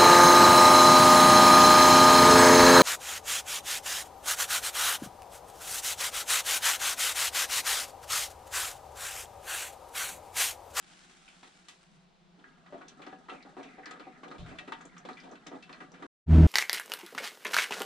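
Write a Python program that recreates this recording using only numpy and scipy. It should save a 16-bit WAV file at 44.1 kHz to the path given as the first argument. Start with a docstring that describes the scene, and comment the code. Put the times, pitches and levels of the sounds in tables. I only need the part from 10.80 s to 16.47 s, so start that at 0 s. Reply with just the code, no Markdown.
"""A sleeve rustles and a plastic jug knocks as it is tipped over a funnel in an engine bay, in a garage.
The oil glugs: gulps of air thump, bubbles pop, clear tones ring, and the stream trickles and squelches.
The sound stops dead; after a short silence a big engine fades in, idling.
Cloth, air and stream are coloured noise, impacts are kicks into decaying resonances, clear tones and
froth are damped sines, and the engine is a set of firing orders with mechanical noise."""
import sys
import numpy as np
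from scipy import signal
from scipy.fft import rfft, irfft
from scipy.io import wavfile
from scipy.ndimage import uniform_filter1d

SR = 44100
rng = np.random.default_rng(int(sys.argv[2]) if len(sys.argv) > 2 else 0)


def pcm_store(signal):
    """Save signal as 16-bit PCM."""
    levels = np.round(np.clip(np.atleast_2d(signal), -1, 1) * 32767)
    wavfile.write(sys.argv[1], SR, levels.astype(np.int16).T)


N = 249958
TIME = np.arange(N) / SR


def gain_of(db):
    """Logarithmic levels: decibels become an amplitude ratio."""
    return 10 ** (np.asarray(db) / 20)


def evened(x):
    """Power normalisation: scales all channels so that the first has rms 1."""
    return x / np.sqrt(np.mean(np.atleast_2d(x)[0] ** 2) + 1e-20)


def level(rows):
    """Amplitude envelope: gain over time from rows of (s, dB), silent outside them."""
    return gain_of(np.interp(TIME, *np.transpose(rows), left=-200, right=-200))


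def colour(x, points):
    """Linear filtering: weights the spectrum by points of (Hz, dB), joined on a log frequency axis."""
    hz, db = np.transpose(points)
    bins = np.fft.rfftfreq(N, 1 / SR)
    gain_db = np.interp(np.log(bins + 1), np.log(hz + 1), db)
    return irfft(rfft(x) * gain_of(gain_db), N)


def noise(points):
    """Coloured noise: independent mid and side of a given spectrum, mid at rms 1."""
    return evened(colour(rng.standard_normal((2, N)), points))


def wander(size, count=N):
    """Smoothed chance: a slow random curve of rms 1, changing over about size samples."""
    smooth = uniform_filter1d(rng.standard_normal(count), size)
    return evened(uniform_filter1d(smooth, size))


def band(x, hz, q):
    """Simple resonator: a fixed band-pass of gain 1 at its centre."""
    w = 2 * np.pi * min(hz, SR / 2 - 1000) / SR
    a = np.sin(w) / (2 * q)
    return signal.lfilter([a, 0, -a], [1 + a, -2 * np.cos(w), 1 - a], x)


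def resonate(x, hz, width_hz):
    """Moving resonance: shifts the curve hz down to zero, smooths there, and shifts back up."""
    turn = np.exp(2j * np.pi * np.cumsum(hz) / SR)
    r = np.exp(-np.pi * width_hz / SR)
    return 2 * (turn * signal.lfilter([1 - r], [1, -r], x / turn)).real


# Spectrum of the sliding cloth. Each row: frequency in Hz, relative level in dB per Hz.
SLEEVE_SPECTRUM = [(150, -32), (250, 5), (364, -3.5), (486, -21), (770, -1), (929, -9.5), (1520, 0),
                   (1750, -4), (3220, -4.5), (8230, -13.5), (14700, -33)]
# Rise and fall of the rustle. Each row: time in seconds, level in dB before the trim.
SLEEVE_LEVEL = [(0.0, -64), (0.11, -58.5), (0.274, -60.5), (0.508, -61.5), (0.636, -62), (0.828, -65),
                (1.13, -71.5), (1.25, -76)]


def sleeve(catch_db=1, snags_per_s=220, snag_db=-6, trim_db=-1):
    """Stick-slip friction: cloth slides over cloth, catching unevenly; single fibres snag and let go."""
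    snags = (rng.random(N) < snags_per_s / SR) * rng.exponential(1, N)
    release = np.exp(-np.arange(600) / 130)
    scratch = evened(signal.oaconvolve(snags, release)[:N])
    cloth = noise(SLEEVE_SPECTRUM) + gain_of(snag_db) * scratch * noise(SLEEVE_SPECTRUM)
    return level(SLEEVE_LEVEL) * gain_of(trim_db + catch_db * wander(size=500)) * cloth


# Spectrum of the still air. Each row: frequency in Hz, relative level in dB per Hz.
AIR_SPECTRUM = [(12, -41), (20, -15), (42, -22), (117, -31.5), (177, -9.5), (283, -37.5), (344, -17.5),
                (429, -28.5), (520, -24), (565, -33), (667, -22), (955, -28), (1900, -34), (3910, -34),
                (14700, -65)]
# The hollow low drone. Each row: time in seconds, level in dB before drone_db is added.
DRONE_LEVEL = [(0, -65.5), (.95, -79), (1.17, -55), (1.28, -67.5), (2.0, -62), (2.9, -69.5), (4.25, -59),
               (4.6, -64.5), (4.77, -59.5), (5.26, -60)]
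# The soft low bump. Each row: time in seconds, level in dB.
BUMP_LEVEL = [(3.56, -87), (3.595, -46), (3.635, -43), (3.67, -52), (3.73, -55), (3.8, -65.5),
              (3.87, -71.5)]
# Spectrum of the bump. Each row: frequency in Hz, relative level in dB per Hz.
BUMP_SPECTRUM = [(15, -36.5), (25, 1), (49, 5), (75, -1.5), (102, 2), (173, 5.5), (250, -40), (320, -49),
                 (550, -120)]


def garage(air_db=-65, drone_hz=176, drone_q=5.24, drone_db=-2):
    """Broadband and resonant background: still air, a hollow drone and one soft bump."""
    hollow = band(rng.standard_normal((2, N)), drone_hz, drone_q)
    drone = evened(band(hollow, drone_hz, drone_q))
    air = gain_of(air_db) * noise(AIR_SPECTRUM)
    bump = level(BUMP_LEVEL) * noise(BUMP_SPECTRUM)
    return air + gain_of(drone_db) * level(DRONE_LEVEL) * drone + bump


# Resonances of the jug and funnel. Each row: frequency in Hz, bandwidth in Hz, and level in dB
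# over the unringing sound before ring_db is added.
JUG_MODES = [(281, 34, -0.5), (375, 42, -9.5), (488.6, 8.8, -6), (745, 18, 1.5), (939, 8.2, -3),
             (1219, 146, -8), (1642, 5.7, 0), (1952, 16, 0), (2360, 24, -4), (2653, 14, -3), (3067, 20, 0),
             (3443, 76, -3.5), (3760, 23, 1), (4110, 35, -2), (4560, 13, -28), (6000, 21, -5),
             (7400, 110, -8.5)]


def jug(x, ring_db):
    """Modal resonance: adds the ringing of the plastic jug and funnel to the sound that excites it."""
    return x + sum(gain_of(db + ring_db) * band(x, hz, hz / width) for hz, width, db in JUG_MODES)


def bursts(rows, direct, ring_db, room_db, room_t60, low_hz, rise_s):
    """Impulse and reverberation: each kick arrives directly, then off the engine bay, then garage walls.

    Each row: start in seconds, level in dB, centre in Hz, sharpness Q, t60 in seconds."""
    out, t = np.zeros((2, N + SR)), np.arange(SR // 2) / SR
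    low_cut = signal.butter(4, low_hz, "high", fs=SR, output="sos")
    for s, db, hz, q, t60 in rows:
        near_decay = gain_of(-60 * t / t60)
        room_decay = gain_of(room_db - 60 * t / room_t60)
        echoes = np.hypot(near_decay, room_decay)
        size = np.linalg.norm(echoes)
        kick = echoes * (1 - np.exp(-t / rise_s)) * rng.standard_normal((2, len(t)))
        kick[0, 0] += direct * size  # the direct arrival is in the mid only
        shaped = band(band(kick, hz, q), hz, q)
        sound = signal.sosfilt(low_cut, jug(shaped, ring_db))
        at = round(s * SR)
        # equal energy to the bare decay, so that level is where the decay starts
        out[:, at:at + len(t)] += gain_of(db) * size * sound / np.linalg.norm(sound[0])
    return out[:, :N]


# Handling of the jug. Each row: start in seconds, level in dB, centre in Hz, sharpness Q, t60 in seconds.
KNOCKS = [(.479, -53, 2540, 2, 0.1), (.631, -51.5, 610, 0.22, 0.2), (.885, -47.5, 2140, 0.33, 0.12),
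          (1.582, -55.5, 290, 1.5, 0.079), (1.592, -66, 3220, 2.2, 0.11), (1.641, -51, 1540, 2.2, 0.068)]


def knocks():
    """Impact excitation: handling knocks set the jug ringing."""
    return bursts(KNOCKS, direct=0.41, ring_db=6, room_db=-6, room_t60=.3, low_hz=149.5, rise_s=0.0005)


# The running stream as the jug tips. Each row: time in seconds, level in dB without the surges.
FLOW_LEVEL = [(1.5, -75), (1.7, -63), (1.95, -62), (2.6, -62), (3.3, -64), (3.68, -53.5), (3.9, -59.5),
              (4.5, -57), (5.27, -62)]


def flow(surge_db=-15.5, surge_lag_s=0.026):
    """Addition of powers: a steady run, and a surge of oil that swells and ebbs after each gulp."""
    power = level(FLOW_LEVEL) ** 2
    age = np.arange(SR // 2) / SR / surge_lag_s  # the surge peaks at age 1
    for s, gulp_db, _ in GULPS:
        part = power[round(s * SR):][:len(age)]  # a view, so adding here adds to power
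        surge = gain_of(gulp_db + surge_db) * age * np.exp(1 - age)
        part += (surge ** 2)[:len(part)]
    return np.sqrt(power)


# Colour of the stream. Each row: frequency in Hz, relative level in dB per Hz.
STREAM_SPECTRUM = [(88, -51), (150, -3), (290, -1), (615, -16), (739, -12.5), (1070, -24), (1210, -10),
                   (2030, -17.5), (2570, -34), (3920, -26), (8630, -35.5), (12000, -49.5), (15600, -87.5),
                   (22000, -120)]


def trickle(per_s=260, spread_db=5.5, t60=0.32):
    """Random impulse train: many tiny bubbles tick in the funnel under the stream, and reverberate."""
    ticked = rng.random(N) < per_s / SR
    strength = gain_of(spread_db * np.minimum(rng.exponential(1, N), 4))
    ticks = ticked * strength * rng.choice([-1, 1], N)
    t = np.arange(SR // 4) / SR
    echoes = rng.standard_normal((2, len(t))) * gain_of(-60 * t / t60)
    wet = signal.fftconvolve(ticks[None], echoes, axes=1)[:, :N]
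    return evened(colour(jug(wet, ring_db=1.5), STREAM_SPECTRUM))


def froth(per_s=170, low_hz=600, high_hz=4200, cycles=11, spread_db=3, rise=0.073, trim_db=-6, count=24):
    """Damped bubble resonance: small bubbles of many sizes blip briefly in the thick oil."""
    out, t = np.zeros((2, N)), np.arange(SR // 12) / SR
    for hz in np.geomspace(low_hz, high_hz, count):
        decay = np.exp(-t * hz / cycles)
        tone = np.sin(2 * np.pi * hz * (t + rise * t * t))  # pitch lifts as the blip fades
        blip = decay * tone * np.sqrt(low_hz / hz)
        born = rng.random(N) < per_s / count / SR
        births = born * gain_of(spread_db * np.minimum(rng.exponential(1, N), 3))
        mid_and_side = [1, rng.uniform(-1.2, 1)]  # each size has its own place
        out += np.outer(mid_and_side, signal.oaconvolve(births, blip)[:N])
    return gain_of(trim_db) * evened(out)


# Bubbles bursting at the spout and in the funnel. 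Each row: start in seconds, level in dB, centre in Hz,
# t60 in seconds.
POPS = [(1.862, -55, 1350, .14), (2.015, -50, 1290, 0.16), (2.081, -54.5, 3020, 0.18),
        (2.219, -50, 1690, 0.23), (2.265, -48.5, 1330, 0.21), (2.325, -55, 1420, .08),
        (2.486, -43, 1010, 0.16), (2.496, -47.5, 1730, 0.12), (2.83, -51.5, 2060, 0.24),
        (3.0587, -44, 1600, 0.13), (3.11, -46, 2080, 0.11), (3.198, -48.5, 1330, .21),
        (3.434, -45.5, 1340, 0.14), (3.48, -55, 3000, .06), (3.514, -47.5, 1270, 0.13),
        (3.583, -55.5, 2970, 0.46), (3.663, -52.5, 1580, 0.72), (3.786, -40, 2020, 0.1),
        (3.877, -44.5, 1450, 0.099), (3.9212, -33.5, 1260, .07), (4.008, -49, 1250, 0.18),
        (4.166, -49.5, 1450, 0.14), (4.252, -51.5, 2540, 0.1), (4.288, -40, 1180, 0.11),
        (4.372, -52.5, 1900, 0.34), (4.436, -58, 3100, 0.18), (4.554, -52.5, 1660, 0.095),
        (4.666, -45, 2080, .1), (4.825, -53.5, 2430, 0.18), (4.894, -46.5, 1250, .12),
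        (4.929, -49.5, 1460, 0.24), (5.004, -44, 1270, .13), (5.14, -54, 1670, .28),
        (5.224, -43.5, 1240, 0.1)]


def pops(q=0.93):
    """Sudden pressure release: short wet cracks, each centred on the pitch of its bubble."""
    rows = [(s, db, hz, q, t60) for s, db, hz, t60 in POPS]
    return bursts(rows, direct=0.26, ring_db=8.5, room_db=-14, room_t60=0.34, low_hz=220, rise_s=.0006)


# Air gulped into the jug. Each row: start in seconds, level in dB, t60 in seconds.
GULPS = [(1.925, -43.5, 0.38), (2.012, -52.5, 0.41), (2.195, -48.5, 0.37), (2.268, -41, 0.16),
         (2.327, -44.5, 0.14), (2.485, -49.5, 0.27), (2.517, -41, 0.2), (2.651, -47.5, 0.15),
         (2.768, -39, 0.24), (2.797, -40.5, 0.092), (2.852, -47, 0.15), (2.888, -56, .1),
         (2.981, -47, 0.32), (3.068, -45.5, 0.1), (3.11, -48, 0.48), (3.197, -46.5, 0.19),
         (3.268, -46.5, 0.23), (3.433, -47.5, 1), (3.513, -45.5, 0.22), (3.544, -41.5, 0.076),
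         (3.715, -43.5, 0.13), (3.805, -48.5, 0.16), (3.877, -44, 0.32), (3.923, -44, 0.048),
         (4.051, -45.5, 0.11), (4.251, -39.5, 0.097), (4.288, -42.5, 0.18), (4.439, -48, 0.29),
         (4.477, -49.5, 0.4), (4.519, -42.5, 0.13), (4.664, -46, .24), (4.717, -40, 0.26),
         (4.744, -38, 0.075), (4.893, -49.5, 0.2), (5.008, -47.5, 0.26), (5.118, -53.5, 0.52),
         (5.196, -47.5, 0.36), (5.225, -40.5, 0.19)]


def gulps(q=0.53, first_hz=422, sag_hz_per_s=35.5):
    """Cavity resonance: thumps damped heavily by thick oil, deepening as the air pocket in the jug grows."""
    first_s = GULPS[0][0]
    rows = [(s, db, first_hz - sag_hz_per_s * (s - first_s), q, t60) for s, db, t60 in GULPS]
    return bursts(rows, direct=0.35, ring_db=10.5, room_db=-24, room_t60=0.27, low_hz=200, rise_s=0.0026)


# Clear ringing tones of the jug, funnel and bubbles. Each row: start in seconds, direct peak level in dB,
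# starting pitch in Hz.
CLEAR_TONES = [(1.926, -41, 586), (1.948, -40.5, 678), (2.012, -48.5, 1463), (2.329, -41, 753),
               (2.328, -51.5, 1690), (2.496, -39, 1318), (2.5, -46.5, 2694), (2.67, -49, 810),
               (2.984, -44, 763), (3.062, -42.5, 1740), (3.112, -42, 1263), (3.27, -42.5, 756),
               (3.514, -44, 1234), (3.787, -41, 2644), (3.786, -44, 1880), (3.9215, -37, 905),
               (4.288, -49, 1207), (4.371, -46, 2360), (4.38, -49, 2000), (4.829, -48, 2650),
               (4.929, -53.5, 4230)]


def clear_tones(t60_at_1khz=0.16, damping=.1, rise=0.071, room_db=-19, room_t60=0.29):
    """Damped oscillation: clear tones of the jug, funnel and bubbles, each lifting slightly in pitch."""
    dry, t = np.zeros(N), np.arange(SR // 4) / SR
    for s, db, hz in CLEAR_TONES:
        at = round(s * SR)
        t60 = t60_at_1khz * (1000 / hz) ** damping  # higher tones die sooner
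        tone = np.sin(2 * np.pi * hz * (t + rise * t * t))
        dry[at:at + len(t)] += gain_of(db - 60 * t / t60) * tone
    echoes = rng.standard_normal((2, len(t))) * gain_of(-60 * t / room_t60)
    echoes /= np.linalg.norm(echoes[0])
    wet = gain_of(room_db) * signal.fftconvolve(dry[None], echoes, axes=1)[:, :N]
    return wet + np.array([dry, np.zeros(N)])


# Droplets spattering the funnel wall. Each row: start in seconds, level in dB, centre in Hz.
DROPLETS = [(2.084, -52.5, 5770), (2.222, -61.5, 3200), (2.266, -60, 4800), (2.501, -48, 2880),
            (2.627, -56.5, 4440), (2.832, -63, 6000), (3.058, -48.5, 4700), (3.11, -57.5, 6900),
            (3.197, -58.5, 4240), (3.514, -58, 4160), (3.709, -56, 2480), (3.787, -52.5, 3700),
            (3.936, -48, 3050), (4.012, -62, 6550), (4.054, -57, 6900), (4.181, -56.5, 6150),
            (4.332, -57, 4250), (4.402, -56, 4800), (4.514, -61, 6070), (4.669, -51, 5740),
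            (4.828, -59, 4500), (4.928, -52, 4340), (4.93, -52, 2480), (5.119, -60.5, 5800)]


def droplets(q=2.9, t60=0.1):
    """Light impact: thin, bright ticks on the plastic."""
    rows = [(s, db, hz, q, t60) for s, db, hz in DROPLETS]
    return bursts(rows, direct=0.9, ring_db=8.0, room_db=-18.0, room_t60=0.12, low_hz=2000, rise_s=0.00057)


# Air sucked through the gap in the spout. Each row: start in seconds, length in seconds before half
# the release is added, level in dB, starting resonance in Hz.
SQUELCHES = [(2.507, 0.15, -61.5, 2640), (2.845, 0.16, -61, 2480), (3.018, .17, -54.5, 1820),
             (3.223, 0.18, -64, 2460), (3.652, 0.12, -69, 2430), (4.094, 0.14, -64, 2020),
             (4.356, 0.058, -62.5, 2280)]


def squelch(width_hz=680, flutter_db=2.5, fall_oct_per_s=2.76, rise_s=0.023, release_s=0.05):
    """Turbulence in a gliding resonator: air flutters past the oil as the gap's resonance slides down."""
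    out = np.zeros((2, N))
    air = rng.standard_normal((2, N)) * gain_of(flutter_db * wander(size=250))
    for s, length, db, hz in SQUELCHES:
        t = np.arange(0, length + release_s / 2, 1 / SR)
        pitch = hz * 2 ** (-fall_oct_per_s * t)
        swell = np.minimum(t / rise_s, 1) * np.minimum((t[-1] - t) / release_s, 1)
        at = round(s * SR)
        span = slice(at, at + len(t))
        gap = resonate(resonate(air[:, span], pitch, width_hz), pitch, width_hz)
        out[:, span] += gain_of(db) * swell * evened(gap)
    return out


# Orders of the exhaust note. Each row: multiple of one bank's firing rate, relative level in dB.
EXHAUST_ORDERS = [(1, -19), (2, 2), (3, -24), (4, -3.5), (5, -22), (6, -11), (7, -21.5), (8, -15), (9, -34),
                  (10, -23.5), (11, -31), (12, -36)]
# Spectrum of the mechanical noise. Each row: frequency in Hz, relative level in dB per Hz.
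CLATTER_SPECTRUM = [(120, -49), (200, -12), (235, 2), (287, -12), (403, -22), (538, -23.5), (610, -14),
                    (784, -21.5), (973, -21), (1060, -28.5), (1320, -25.5), (3250, -37.5), (8730, -54),
                    (14700, -59)]


def engine(firings_per_s=79.65, exhaust_db=-11.5, clatter_db=-27.5, throb=0.19, rough=0.087,
           start_s=5.46, fade_s=0.097):
    """Harmonic series: two banks fire in turn; uneven firings roughen upper orders, and clatter throbs."""
    t = TIME[TIME >= start_s] - start_s
    turns = firings_per_s / 2 * t  # firings of one bank
    exhaust = 0
    for k, db in EXHAUST_ORDERS:
        drift = wander(size=800, count=len(t)) + 1j * wander(size=800, count=len(t))
        uneven = 1 + min(rough * k, 1) * drift
        order = np.exp(2j * np.pi * (round(k) * turns + rng.random()))
        exhaust += gain_of(db) * evened((uneven * order).real)
    swell = 1 + throb * np.cos(2 * np.pi * 2 * turns)  # once per firing of either bank
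    clatter = evened(noise(CLATTER_SPECTRUM)[0, :len(t)] * swell)
    idle = gain_of(exhaust_db) * evened(exhaust) + gain_of(clatter_db) * clatter
    fade = np.sin(np.pi / 2 * np.minimum(t / fade_s, 1)) ** 2
    return np.pad(idle * fade, (N - len(t), 0))


# Stereo width of the pour. Each row: frequency in Hz, gain of the side signal in dB.
WIDTH = [(60, -4), (200, -7), (370, -12.5), (680, -1), (1250, -1), (2300, -3), (4230, -7), (7760, 2.5),
         (14200, 0.5)]


def scene(stop_s=5.266):
    """Superposition: the pour is wide, built as mid and side, and stops dead; the engine is dead centre."""
    stream = flow() * (trickle() + froth())
    oil = stream + pops() + gulps() + clear_tones() + droplets() + squelch()
    mid, side = (sleeve() + garage() + knocks() + oil) * (TIME < stop_s)
    side = colour(side + .11 * mid, WIDTH)  # the jug is a little to the left
    return np.array([mid + side, mid - side]) + engine()


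def record(dry, edge_hz=14800):
    """Band limitation: the microphone dulls the top octave, then a steep low-pass ends the band."""
    microphone = signal.firwin2(129, [0, 8800, 11500, SR / 2], gain_of([-1.5, 0.0, -12.5, -20.5]), fs=SR)
    dull = signal.oaconvolve(dry, microphone[None], "same")
    low_pass = signal.firwin(511, edge_hz, window=("kaiser", 9), fs=SR)
    return signal.oaconvolve(dull, low_pass[None], "same")


dry = scene()
out = record(dry)
pcm_store(out)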